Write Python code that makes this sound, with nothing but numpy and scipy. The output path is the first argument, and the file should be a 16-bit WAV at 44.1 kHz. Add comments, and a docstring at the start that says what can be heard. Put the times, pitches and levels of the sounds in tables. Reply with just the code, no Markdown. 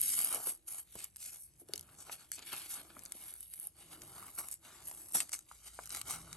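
"""A quiet room, close up: two hands peel paper tape off a cotton lamp wick.
Glue and fibres let go in clumps of tiny slips and single snaps; fingers rub and bump the paper,
and the weave creaks. The hollow between the hands colours all of this. The brass burner hanging
on the wick chatters once as it swings. Underneath: arm rumble, sleeves, room air and faint hums."""
import sys
import numpy as np
from scipy import signal
from scipy.fft import rfft, irfft, next_fast_len
from scipy.io import wavfile
from scipy.ndimage import uniform_filter1d, map_coordinates

SR = 44100
rng = np.random.default_rng(int(sys.argv[2]) if len(sys.argv) > 2 else 0)


def generate_wav(sig):
    """Save sig (samples, or channels by samples) to the path in sys.argv[1] as 16-bit PCM at SR."""
    pcm = np.round(np.clip(np.atleast_2d(sig).T, -1, 1) * 32767).astype(np.int16)
    wavfile.write(sys.argv[1], SR, pcm)


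N = 280557

# spectrum of parting glue and fibres: (frequency [Hz], density [dB])
FIBRE_SPECTRUM = [(4000, -42), (7000, -37), (8500, -4), (9700, 3), (11300, 7), (12300, -7), (13600, -21),
                  (15200, -21.5), (16200, -38.5)]
# spectrum of breaking threads: (frequency [Hz], density [dB])
THREAD_SPECTRUM = [(2500, -31.5), (4500, -1.5), (6200, 5), (7800, 9.5), (9500, 10.5), (13000, -48.5)]


def amp(db):
    """Decibels to gain."""
    return 10 ** (np.asarray(db) / 20)


def unit(x):
    """Scale to rms 1."""
    return x / np.sqrt(np.mean(x ** 2) + 1e-20)


def along(points, hz):
    """Interpolate (frequency [Hz], value) points on a log axis."""
    knots_hz, values = np.transpose(points)
    return np.interp(np.log(hz + 1), np.log(knots_hz), values)


def curves(rows):
    """One value per sample for each column after the time."""
    times_s, *columns = np.transpose(rows)
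    return [np.interp(np.arange(N) / SR, times_s, column) for column in columns]


def wobble(knots_per_s):
    """Smooth random curve."""
    knots = rng.standard_normal(int(N * knots_per_s / SR) + 4)
    return map_coordinates(knots, [np.arange(N) * knots_per_s / SR])


def filtered(x, response):
    """Apply a complex frequency response."""
    size = next_fast_len(N + SR // 2)
    return irfft(rfft(x, size) * response(np.fft.rfftfreq(size, 1 / SR)), size)[..., :N]


def coloured(x, spectrum, size=4096):
    """Apply a minimum-phase filter of unit energy with this spectral shape."""
    magnitude = unit(amp(along(spectrum, np.fft.rfftfreq(size, 1 / SR))))
    cepstrum = irfft(np.log(magnitude))
    cepstrum[1:size // 2] *= 2
    cepstrum[size // 2:] = 0
    return signal.oaconvolve(x, irfft(np.exp(rfft(cepstrum))))[:N]


def add(track, start_s, sound):
    """Mix a sound into a track."""
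    part = track[max(round(start_s * SR), 0):][:len(sound)]
    part += sound[:len(part)]


def room_air():
    """Steady stereo room noise: one common part, one per side."""
    # (frequency [Hz], density [dB])
    air_spectrum = [(20, -20), (40, -5), (62, -2), (110, -8), (300, -21), (800, -24.5), (3000, -28.5),
                    (7000, -41.5), (11000, -13), (13500, -55), (16000, -77)]
    air = np.array([coloured(rng.standard_normal(N), air_spectrum) for _ in range(3)])
    return amp(-79.0) * (air[0] + 1.53 * air[1:])


def hums():
    """Wavering mains hum; faint low hums come and go."""
    # (start [s], end [s], pitch [Hz], level [dB])
    passing_hums = [(-.1, .31, 253.4, -66), (5.517, 6.5, 57.6, -65.5), (6.115, 6.5, 162, -61)]
    mains_hz, ramp_s = 59.5, 0.0073
    t = np.arange(N) / SR
    hum = np.sin(2 * np.pi * mains_hz * t + 0.63 * wobble(11)) * amp(-75.0 + 2.1 * wobble(4.54))
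    for start_s, end_s, hz, db in passing_hums:
        gate = np.clip(np.minimum(t - start_s, end_s - t) / ramp_s, 0, 1)
        hum += amp(db) * gate * np.sin(2 * np.pi * hz * t + 0.7 * wobble(19))
    return hum


def arms():
    """Moving forearms rumble; sleeves brush."""
    # (time [s], relative rumble level [dB], relative sleeve level [dB])
    movement = [(0.0, -65, -70), (0.32, -71, -92), (0.51, -80, -75), (1.1, -76, -100), (1.5, -78, -81.5),
                (1.75, -67.5, -82), (2.32, -76, -78), (2.99, -72, -67), (3.42, -78, -86),
                (3.74, -75, -79.5), (4.02, -64.5, -60.5), (4.22, -67, -90), (4.5, -77, -85),
                (5.01, -72, -68.5), (5.47, -82, -81.5), (5.77, -74, -101), (6.13, -61, -71),
                (6.36, -66.5, -67)]
    # both: (frequency [Hz], density [dB])
    rumble_spectrum = [(30, -29), (70, 9.5), (110, 4.5), (160, 5.5), (230, -6), (550, -16), (2000, -51)]
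    sleeve_spectrum = [(120, -15.5), (240, -15.5), (330, 3.5), (420, -15), (600, -11.5), (2000, -56)]
    rumble_db, sleeve_db = curves(movement)
    rumble = amp(rumble_db + 0.5) * coloured(rng.standard_normal(N), rumble_spectrum)
    sleeve = amp(sleeve_db - 1.5) * coloured(rng.standard_normal(N), sleeve_spectrum)
    return rumble + sleeve


def reflections(x, near_db, near_t60_s, room_db, blocks=150):
    """Ever-changing early scatter off moving hands, lamp and table, plus a faint room tail."""
    # (frequency [Hz], t60 [s])
    room_decay = [(150, 0.42), (1500, 0.072), (10000, 0.016)]
    # (frequency [Hz], gain [dB])
    scatter_gain = [(200, -0.5), (1200, -3), (2500, 5), (7000, 5.5), (9000, 6), (16000, -45)]
    hz, t, bins = signal.stft(rng.standard_normal((2, SR // 3)), SR, nperseg=256)
    tail = signal.istft(bins * amp(-60 * t / along(room_decay, hz)[:, None]), SR, nperseg=256)[1]
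    wet = amp(room_db) * signal.fftconvolve(x[None], tail / np.linalg.norm(tail[0]), axes=1)[:, :N]
    t = np.arange(SR // 50) / SR
    hop = N // blocks
    for start in range(0, N - hop, hop):
        piece = x[start:start + 2 * hop]
        piece = piece * np.sin(np.linspace(0, np.pi, len(piece)))
        for side in wet:
            near = rng.standard_normal(len(t)) * amp(-60 * t / near_t60_s) * (1 - np.exp(-t / 0.00047))
            add(side, start / SR, amp(near_db) * signal.fftconvolve(piece, near / np.linalg.norm(near)))
    return filtered(wet, lambda f: amp(along(scatter_gain, f)))


def palm_echo(x, tuning, closure):
    """One quick inverted reflection between the palms combs the upper mids."""
    delay_s, low_hz, high_hz = 0.001179 / tuning, 1400, 8500

    def comb(hz):
        band = (1 - np.exp(-(hz / low_hz) ** 4)) * np.exp(-(hz / high_hz) ** 4)
        return 1 - 0.36 * closure * band * np.exp(-2j * np.pi * hz * delay_s)
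    return filtered(x, comb)


def cupped_hands(x):
    """The hollow between the hands rings; pitch and strength follow the grip."""
    # peaks and dips at tuning 1, closure 1: (frequency [Hz], width [Hz], gain [dB])
    resonances = [(530, 170, -4), (1250, 570, 3.5), (1620, 84, -2.5), (1940, 760, 0), (7330, 830, -3.5)]
    # (time [s], tuning [ratio], closure [0-1.5])
    grips = [(0.25, 1.03, 0.77), (1.3, 0.47, 0.2), (2.6, 1.15, 0.75), (3.4, 1, 0.23), (4.4, 1, 0.5),
             (5.172, 0.88, 0.53), (5.33, 0.997, 0.57), (5.95, 1.04, 1.3), (6.2, 1.01, 1.1)]
    times_s = [row[0] for row in grips]
    out = np.zeros(N)
    for share, (_, tuning, closure) in zip(np.eye(len(grips)), grips):
        part = x * np.interp(np.arange(N) / SR, times_s, share)  # crossfade between grips
        for hz, width_hz, db in resonances:
            angle = 2 * np.pi * hz * tuning / SR
            damping = np.pi * width_hz / SR
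            gain = amp(closure * db / 2)
            section = lambda d: [1 + d, -2 * np.cos(angle), 1 - d]
            part = signal.lfilter(section(damping * gain), section(damping / gain), part)
        out += palm_echo(part, tuning, closure)
    return out


def burner():
    """Loose brass parts bounce: bright clicks trailing into fine rattle; later ones are mostly thinner."""
    # (time [s], relative peak [dB], low cutoff [Hz])
    contacts = [(1.687, -40, 2470), (1.736, -20.5, 2350), (1.7549, -41, 4000), (1.7587, -29, 3500),
                (1.7645, -40, 4500), (1.7778, -23.5, 6500), (1.7944, -30, 5500), (1.81, -31.5, 7000),
                (1.828, -40, 6500)]
    # (frequency [Hz], density [dB])
    brass_spectrum = [(4000, -2.5), (5600, 0), (8200, -5.5), (11300, 5), (13300, -31)]
    click_t60_s, rattle_db, rattle_t60_s = .006, -26, .036
    t = np.arange(SR // 25) / SR
    fade = amp(-60 * t / click_t60_s) + amp(rattle_db - 60 * t / rattle_t60_s)
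    track = np.zeros(N)
    for time_s, db, low_hz in contacts:
        highpass = signal.butter(2, low_hz, "high", fs=SR, output="sos")
        click = signal.sosfilt(highpass, fade * rng.standard_normal(len(t)))
        add(track, time_s, amp(db) * click / np.abs(click).max())
    return coloured(track, brass_spectrum)


def creaks():
    """The tight weave slips under the thumb, one dull pulse per slip."""
    # (time [s], relative level [dB])
    weave_slips = [(4.227, -40), (4.282, -42), (4.289, -45), (4.3786, -37.5), (4.393, -34.5), (4.4095, -40),
                   (4.435, -47), (4.442, -42.5), (4.4861, -47), (5.949, -42), (6.0141, -37.5), (6.091, -37),
                   (6.107, -32.5), (6.117, -37), (6.139, -41), (6.16, -39)]
    # (frequency [Hz], density [dB])
    creak_spectrum = [(300, -10), (750, -16), (1150, 5.5), (1700, -15), (2250, 1), (3200, -31),
                      (5000, -16.5), (8000, -12.5)]
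    pulses = np.zeros(N)
    for time_s, db in weave_slips:
        add(pulses, time_s, amp([db - 14.5]))
    return coloured(pulses, creak_spectrum) * np.sqrt(SR / 100)


def bumps():
    """Damped contacts of fingers, tape and wick: push and recoil, short ring, noisy shiver."""
    # (time [s], relative peak [dB], pitch [Hz], t60 [cycles])
    contacts = [(0.319, -39.5, 910, 15), (0.339, -34.5, 800, 10), (0.347, -40, 600, 6.6),
                (0.359, -37.5, 790, 21), (0.373, -42, 724, 48), (0.398, -43.5, 734, 35),
                (0.47, -42, 392, 12), (0.4705, -40.5, 970, 8.8), (0.954, -40.5, 607, 6.8),
                (0.958, -52.5, 118, 2.3), (0.963, -48.5, 425, 3), (1.615, -51, 346, 17),
                (1.693, -44, 396, 15), (1.736, -44, 386, 20), (1.888, -51, 1250, 12),
                (2.0958, -35, 1220, 4.6), (2.532, -54, 1490, 11), (2.9667, -42.5, 1100, 8.3),
                (2.968, -50, 297, 5.1), (3.15, -51, 345, 5.3), (4.913, -46.5, 864, 4.8),
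                (5.151, -29.5, 717, 14), (5.152, -48.5, 141, 5), (5.2045, -29.5, 2670, 71),
                (5.514, -39, 1260, 4.5), (5.7898, -30, 957, 5.6)]
    width_octaves, shiver_t60_s = .55, 0.034
    t = np.arange(SR // 10) / SR
    hz = np.fft.rfftfreq(len(t), 1 / SR)
    shiver = 0.05 * amp(-60 * t / shiver_t60_s)
    track = np.zeros(N)
    for time_s, db, pitch_hz, t60_cycles in contacts:
        cycles = t * pitch_hz
        fade = amp(-60 * cycles / t60_cycles)
        band = np.exp(-.5 * (np.log2((hz + 1) / pitch_hz) / width_octaves) ** 2)
        noise = unit(irfft(band * rfft(rng.standard_normal(len(t))), len(t)))
        ring = fade * np.sin(2 * np.pi * cycles) + noise * (.9 * fade + shiver)
        push = 0.28 * cycles * (1 - cycles) * np.exp(-2 * cycles)
        hit = ring * (1 - np.exp(-2 * cycles)) ** 2 + push
        add(track, time_s, amp(db) * hit / np.abs(hit).max())
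    return track


def snaps():
    """A thread or crease gives at once; the loosened paper shivers and flutters out."""
    # (time [s], relative crack level [dB], relative paper flap level [dB])
    breaks = [(0.0091, -29, -60), (0.015, -21.5, -57), (0.046, -38, -72), (0.122, -34, -51),
              (0.133, -31, -49), (0.19, -23, -38), (0.247, -22.5, -55), (0.273, -44, -45),
              (0.327, -30, -44), (0.3467, -23.5, -54), (0.47, -42, -57), (0.954, -40, -60),
              (1.0414, -41, -48), (1.0437, -36, -48), (1.1606, -42, -49), (1.1677, -44, -57),
              (2.3176, -33.5, -38.5), (2.355, -41.5, -57), (2.392, -50, -48.5), (2.5304, -35.5, -44.5),
              (2.549, -43, -57), (2.565, -45, -49), (2.58, -40, -56), (2.9928, -45, -53.5),
              (3.036, -47, -63), (3.053, -41, -54), (3.0599, -54, -46), (3.1214, -30.5, -43.5),
              (3.339, -42.5, -64), (3.407, -43, -60), (3.429, -41, -59), (3.538, -38.5, -49.5),
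              (3.599, -35, -68), (3.671, -36, -79), (4.0193, -46, -46.5), (4.4862, -38, -50.5),
              (4.5138, -35, -60), (4.541, -33.5, -61), (4.913, -46, -48.5), (5.1225, -37, -75),
              (5.1355, -40, -67), (5.2039, -34, -28.5), (5.2933, -45, -45.5), (5.3195, -46, -45),
              (5.3305, -36, -38), (5.3341, -44, -35), (5.3422, -42, -38.5), (5.35, -39, -43),
              (5.391, -43.5, -48.5), (5.836, -47, -52), (5.8576, -46, -48.5), (5.865, -49, -51),
              (5.874, -47, -48.5), (5.894, -45, -52), (5.9052, -45, -41), (5.924, -39, -50),
              (5.948, -36, -39), (5.963, -43, -44), (5.971, -40, -45), (5.995, -41, -55),
              (6.0147, -37, -37.5), (6.109, -33, -44.5), (6.3293, -43, -41)]
    # (frequency [Hz], density [dB])
    flap_spectrum = [(200, -39), (700, -9), (1400, -0.5), (2300, 1.5), (3200, -5), (4600, 0), (6200, 6),
                     (9500, 8.5), (11000, -2), (14000, -32)]
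    shiver_t60_s, flutter_t60_s = .006, .028
    t = np.arange(SR // 25) / SR
    tail = .19 * amp(-60 * t / shiver_t60_s) + .025 * amp(-60 * t / flutter_t60_s)
    cracks, flaps = np.zeros((2, N))
    for time_s, crack_db, flap_db in breaks:
        crack, flap = (t == 0) + tail * rng.standard_normal((2, len(t)))
        add(cracks, time_s, amp(crack_db - 12.0) * unit(crack))
        add(flaps, time_s, amp(flap_db - 10.0) * unit(flap))
    bright = coloured(cracks, FIBRE_SPECTRUM) + amp(-21) * coloured(cracks, THREAD_SPECTRUM)
    return bright + coloured(flaps, flap_spectrum)


def stray_fibres(rate_per_s):
    """Single fibres let go at random, one tick each."""
    releases = rng.random(N) < rate_per_s / SR
    return unit(coloured(releases.astype(float), FIBRE_SPECTRUM))


def gesture_db(t, start_s, hold_s, rise_db_per_s, fall_db_per_s):
    """Level of one movement: builds up to its start, holds, dies away."""
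    rise_db = rise_db_per_s * np.minimum(t - start_s, 0)
    fall_db = fall_db_per_s * np.maximum(t - start_s - hold_s, 0)
    return np.maximum(rise_db - fall_db, -120)


def effort_db():
    """Relative levels of glue, threads, paper and cotton: resting grip plus pulls and tugs."""
    # fingers only holding on: (glue [dB], threads [dB], paper [dB], cotton [dB])
    resting_db = [-76, -77, -84, -109]
    # steady pulls: (start [s], length [s], glue [dB], threads [dB], paper [dB], cotton [dB])
    pulls = [(0, 0.22, -34.5, -41.5, -51, -68), (0.179, 0.03, -36.5, -57, -52.5, -54.5),
             (0.22, 0.12, -38, -49.5, -53.5, -58), (0.314, 0.05, -41.5, -46.5, -50.5, -52.5),
             (0.361, 0.077, -45.5, -50, -62, -59.5), (0.475, 0.021, -34, -45, -52.5, -53.5),
             (0.718, 0.072, -44, -54.5, -62.5, -63.5), (0.877, 0.2, -63.5, -69, -71, -81),
             (0.989, 0.045, -52, -54.5, -57, -64.5), (1.214, 0.078, -48.5, -50.5, -60, -69.5),
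             (1.334, 0.028, -50.5, -57, -65, -68.5), (1.407, 0.038, -51, -65.5, -79, -103),
             (1.696, 0.26, -65, -71.5, -72, -68), (1.994, 0.024, -57, -54, -67, -65),
             (2.073, 0.061, -56, -58, -62, -59), (2.192, 0.05, -61, -64, -65, -66.5),
             (2.471, 0.19, -48.5, -53.5, -52, -61.5), (2.708, 0.041, -40.5, -46.5, -52, -63),
             (2.754, 0.045, -51, -59, -55, -56.5), (2.834, 0.52, -61, -66, -69.5, -67.5),
             (3.153, 0.15, -51, -61, -61.5, -71), (3.336, 0.25, -54.5, -68.5, -70.5, -84),
             (3.611, 0.042, -47.5, -63, -66, -70), (3.784, 0.21, -62.5, -64, -65.5, -68.5),
             (3.921, 0.027, -54, -60, -60.5, -60), (4.02, 0.29, -54, -61.5, -65.5, -63.5),
             (4.17, 0.062, -52.5, -61.5, -62.5, -55.5), (4.354, 0.14, -51, -58, -66.5, -68),
             (4.651, 0.18, -61.5, -62, -63, -64), (4.847, .26, -52.5, -58.5, -69.5, -68),
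             (5.17, 0.02, -43, -39.5, -52.5, -72), (5.263, 0.15, -67, -61.5, -74, -77),
             (5.492, 0.55, -63.5, -62.5, -70.5, -75), (5.666, 0.014, -56, -54, -59.5, -68.5),
             (5.737, 0.11, -60.5, -57.5, -65.5, -71), (5.92, 0.07, -49.5, -49, -55.5, -59),
             (6.077, 0.067, -46.5, -47, -53, -53.5), (6.164, 0.053, -55, -54, -62.5, -60.5),
             (6.246, 0.16, -61, -59.5, -64.5, -62.5)]
    # tugs freeing a patch at once: (time [s], glue [dB], threads [dB], paper [dB], cotton [dB])
    tugs = [(0.133, -43, -50, -53, -62), (0.681, -40.5, -48.5, -57.5, -61), (1.598, -51, -64, -68.5, -68),
            (2.12, -40.5, -43, -46, -59), (2.329, -55, -47.5, -58, -78), (2.36, -57, -53, -60.5, -75),
            (2.384, -57, -70, -53, -56), (2.422, -66, -57.5, -53, -60.5), (2.526, -39.5, -59, -43, -45),
            (2.899, -69, -66, -58.5, -58.5), (4.386, -39.5, -44.5, -55.5, -49),
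            (4.522, -43.5, -46.5, -61, -69), (4.877, -45.5, -65, -72, -69), (5.149, -26, -29.5, -41, -43),
            (5.208, -44, -45, -54.5, -57.5), (5.334, -41.5, -39, -53, -57.5), (6.102, -45, -41.5, -59, -55)]
    sag_db_per_s = 5
    t = np.linspace(0, N / SR, 6000)
    power = amp(resting_db)[:, None] ** 2
    for start_s, length_s, *levels_db in pulls:
        shape_db = gesture_db(t, start_s, length_s, rise_db_per_s=488, fall_db_per_s=416)
        shape_db -= sag_db_per_s * np.clip(t - start_s, 0, length_s)
        power = power + amp(np.add.outer(levels_db, shape_db)) ** 2
    for start_s, *levels_db in tugs:
        shape_db = gesture_db(t, start_s, hold_s=0.0062, rise_db_per_s=1571, fall_db_per_s=501)
        power = power + amp(np.add.outer(levels_db, shape_db)) ** 2
    unsteady_db = 1.3 * wobble(22)  # hand force is never even
    return curves(np.column_stack([t, *(10 * np.log10(power))])) + unsteady_db


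def stick_slip(rate_per_s, life_s):
    """Slip activity jumps at random moments and decays."""
    jumps = rng.random(N) < rate_per_s / SR
    activity = signal.lfilter([1], [1, -np.exp(-1 / (life_s * SR))], jumps)
    return unit(activity - activity.mean())


def slips(rate_per_s, spread_db, smooth, clump_db):
    """Tiny uneven slips, in clumps, over a share of smooth friction."""
    at = np.flatnonzero(rng.random(N) < rate_per_s / SR)
    friction = smooth * rng.standard_normal(N)
    size_db = spread_db * np.clip(rng.standard_normal(N)[at], -2, 2)
    grains = np.zeros(N)
    grains[at] = amp(size_db) * (-1) ** at / np.sqrt(rate_per_s[at])
    return unit((unit(grains) + friction) * amp(clump_db))


def contact_drift(x, depth_db=1.5):
    """The rubbing's colour drifts as the contact point moves."""
    bins = signal.stft(x, nperseg=512)[2]
    field = uniform_filter1d(rng.standard_normal(bins.shape), size=8, axis=0)
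    field = uniform_filter1d(field, size=12, axis=1)
    return unit(signal.istft(bins * amp(depth_db * unit(field)), nperseg=512)[1][:N])


def peeling():
    """Glue parts, threads break, paper slides, skin rubs cotton; all catch and slip together."""
    # both: (frequency [Hz], density [dB])
    paper_spectrum = [(700, -55.5), (1400, -4.5), (2200, 3), (3200, 3), (4600, 2.5), (6500, -17.5),
                      (10000, -58)]
    cotton_spectrum = [(120, -13.5), (350, -1.5), (520, -7), (760, 2), (950, -3), (1250, -1), (1800, -6.5),
                       (3000, -35.5)]
    glue_db, thread_db, paper_db, cotton_db = effort_db()
    catch = .85 * stick_slip(480, life_s=.0016) + .35 * stick_slip(130, life_s=.007)
    catch = np.minimum(catch, 2)  # the grip gives before a catch grows large
    catch *= np.clip(.55 + .035 * (glue_db - paper_db), .6, 1.1)  # glue jerks, sliding paper is smooth
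    rate_per_s = 2800 * amp(.45 * (glue_db + 40.0))  # a harder pull parts more fibres
    glue = coloured(slips(rate_per_s, spread_db=4.5, smooth=.85, clump_db=2.6 * catch), FIBRE_SPECTRUM)
    threads = coloured(slips(rate_per_s, spread_db=4, smooth=.8, clump_db=2.4 * catch), THREAD_SPECTRUM)
    paper = coloured(slips(rate_per_s, spread_db=3, smooth=.6, clump_db=2.7 * catch), paper_spectrum)
    cotton = coloured(slips(rate_per_s / 2, spread_db=1, smooth=1, clump_db=2.7 * catch), cotton_spectrum)
    return (amp(glue_db + 0.56) * (contact_drift(glue) + amp(-13) * stray_fibres(rate_per_s=24))
            + amp(thread_db - 0.5) * contact_drift(threads)
            + amp(paper_db - 1.8) * paper
            + amp(cotton_db - 0.53) * contact_drift(cotton))


def scene():
    """Close handwork and burner, their reflections, and the background."""
    handwork = amp(-0.2) * bumps() + peeling() + snaps() + creaks()
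    direct = cupped_hands(handwork) + burner()
    reflected = reflections(direct, near_db=-11.0, near_t60_s=0.0071, room_db=-14.5)
    return amp(-1.0) * direct + reflected + arms() + room_air() + hums()


def record(dry):
    """Two microphone ports resonate out of step, the left brighter in the upper mids; band limit."""
    # (frequency [Hz], left phase lead [rad])
    left_lead = [(1800, 0), (3000, 1.1), (5300, 1), (6500, .3), (7700, 1.2), (8400, 0), (10200, -3.14),
                 (12000, -6.2), (13700, -9.4), (15200, -12.5)]
    # (frequency [Hz], left over right [dB])
    left_boost = [(1000, 0.5), (4400, 3.0), (7300, 3.0), (9500, 0.0)]
    top_hz = 16200
    sides = np.array([[.5], [-.5]])
    ports = lambda hz: np.exp(1j * sides * along(left_lead, hz)) * amp(sides * along(left_boost, hz))
    return filtered(dry, lambda hz: ports(hz) * (hz < top_hz))


dry = scene()
out = record(dry)
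generate_wav(out)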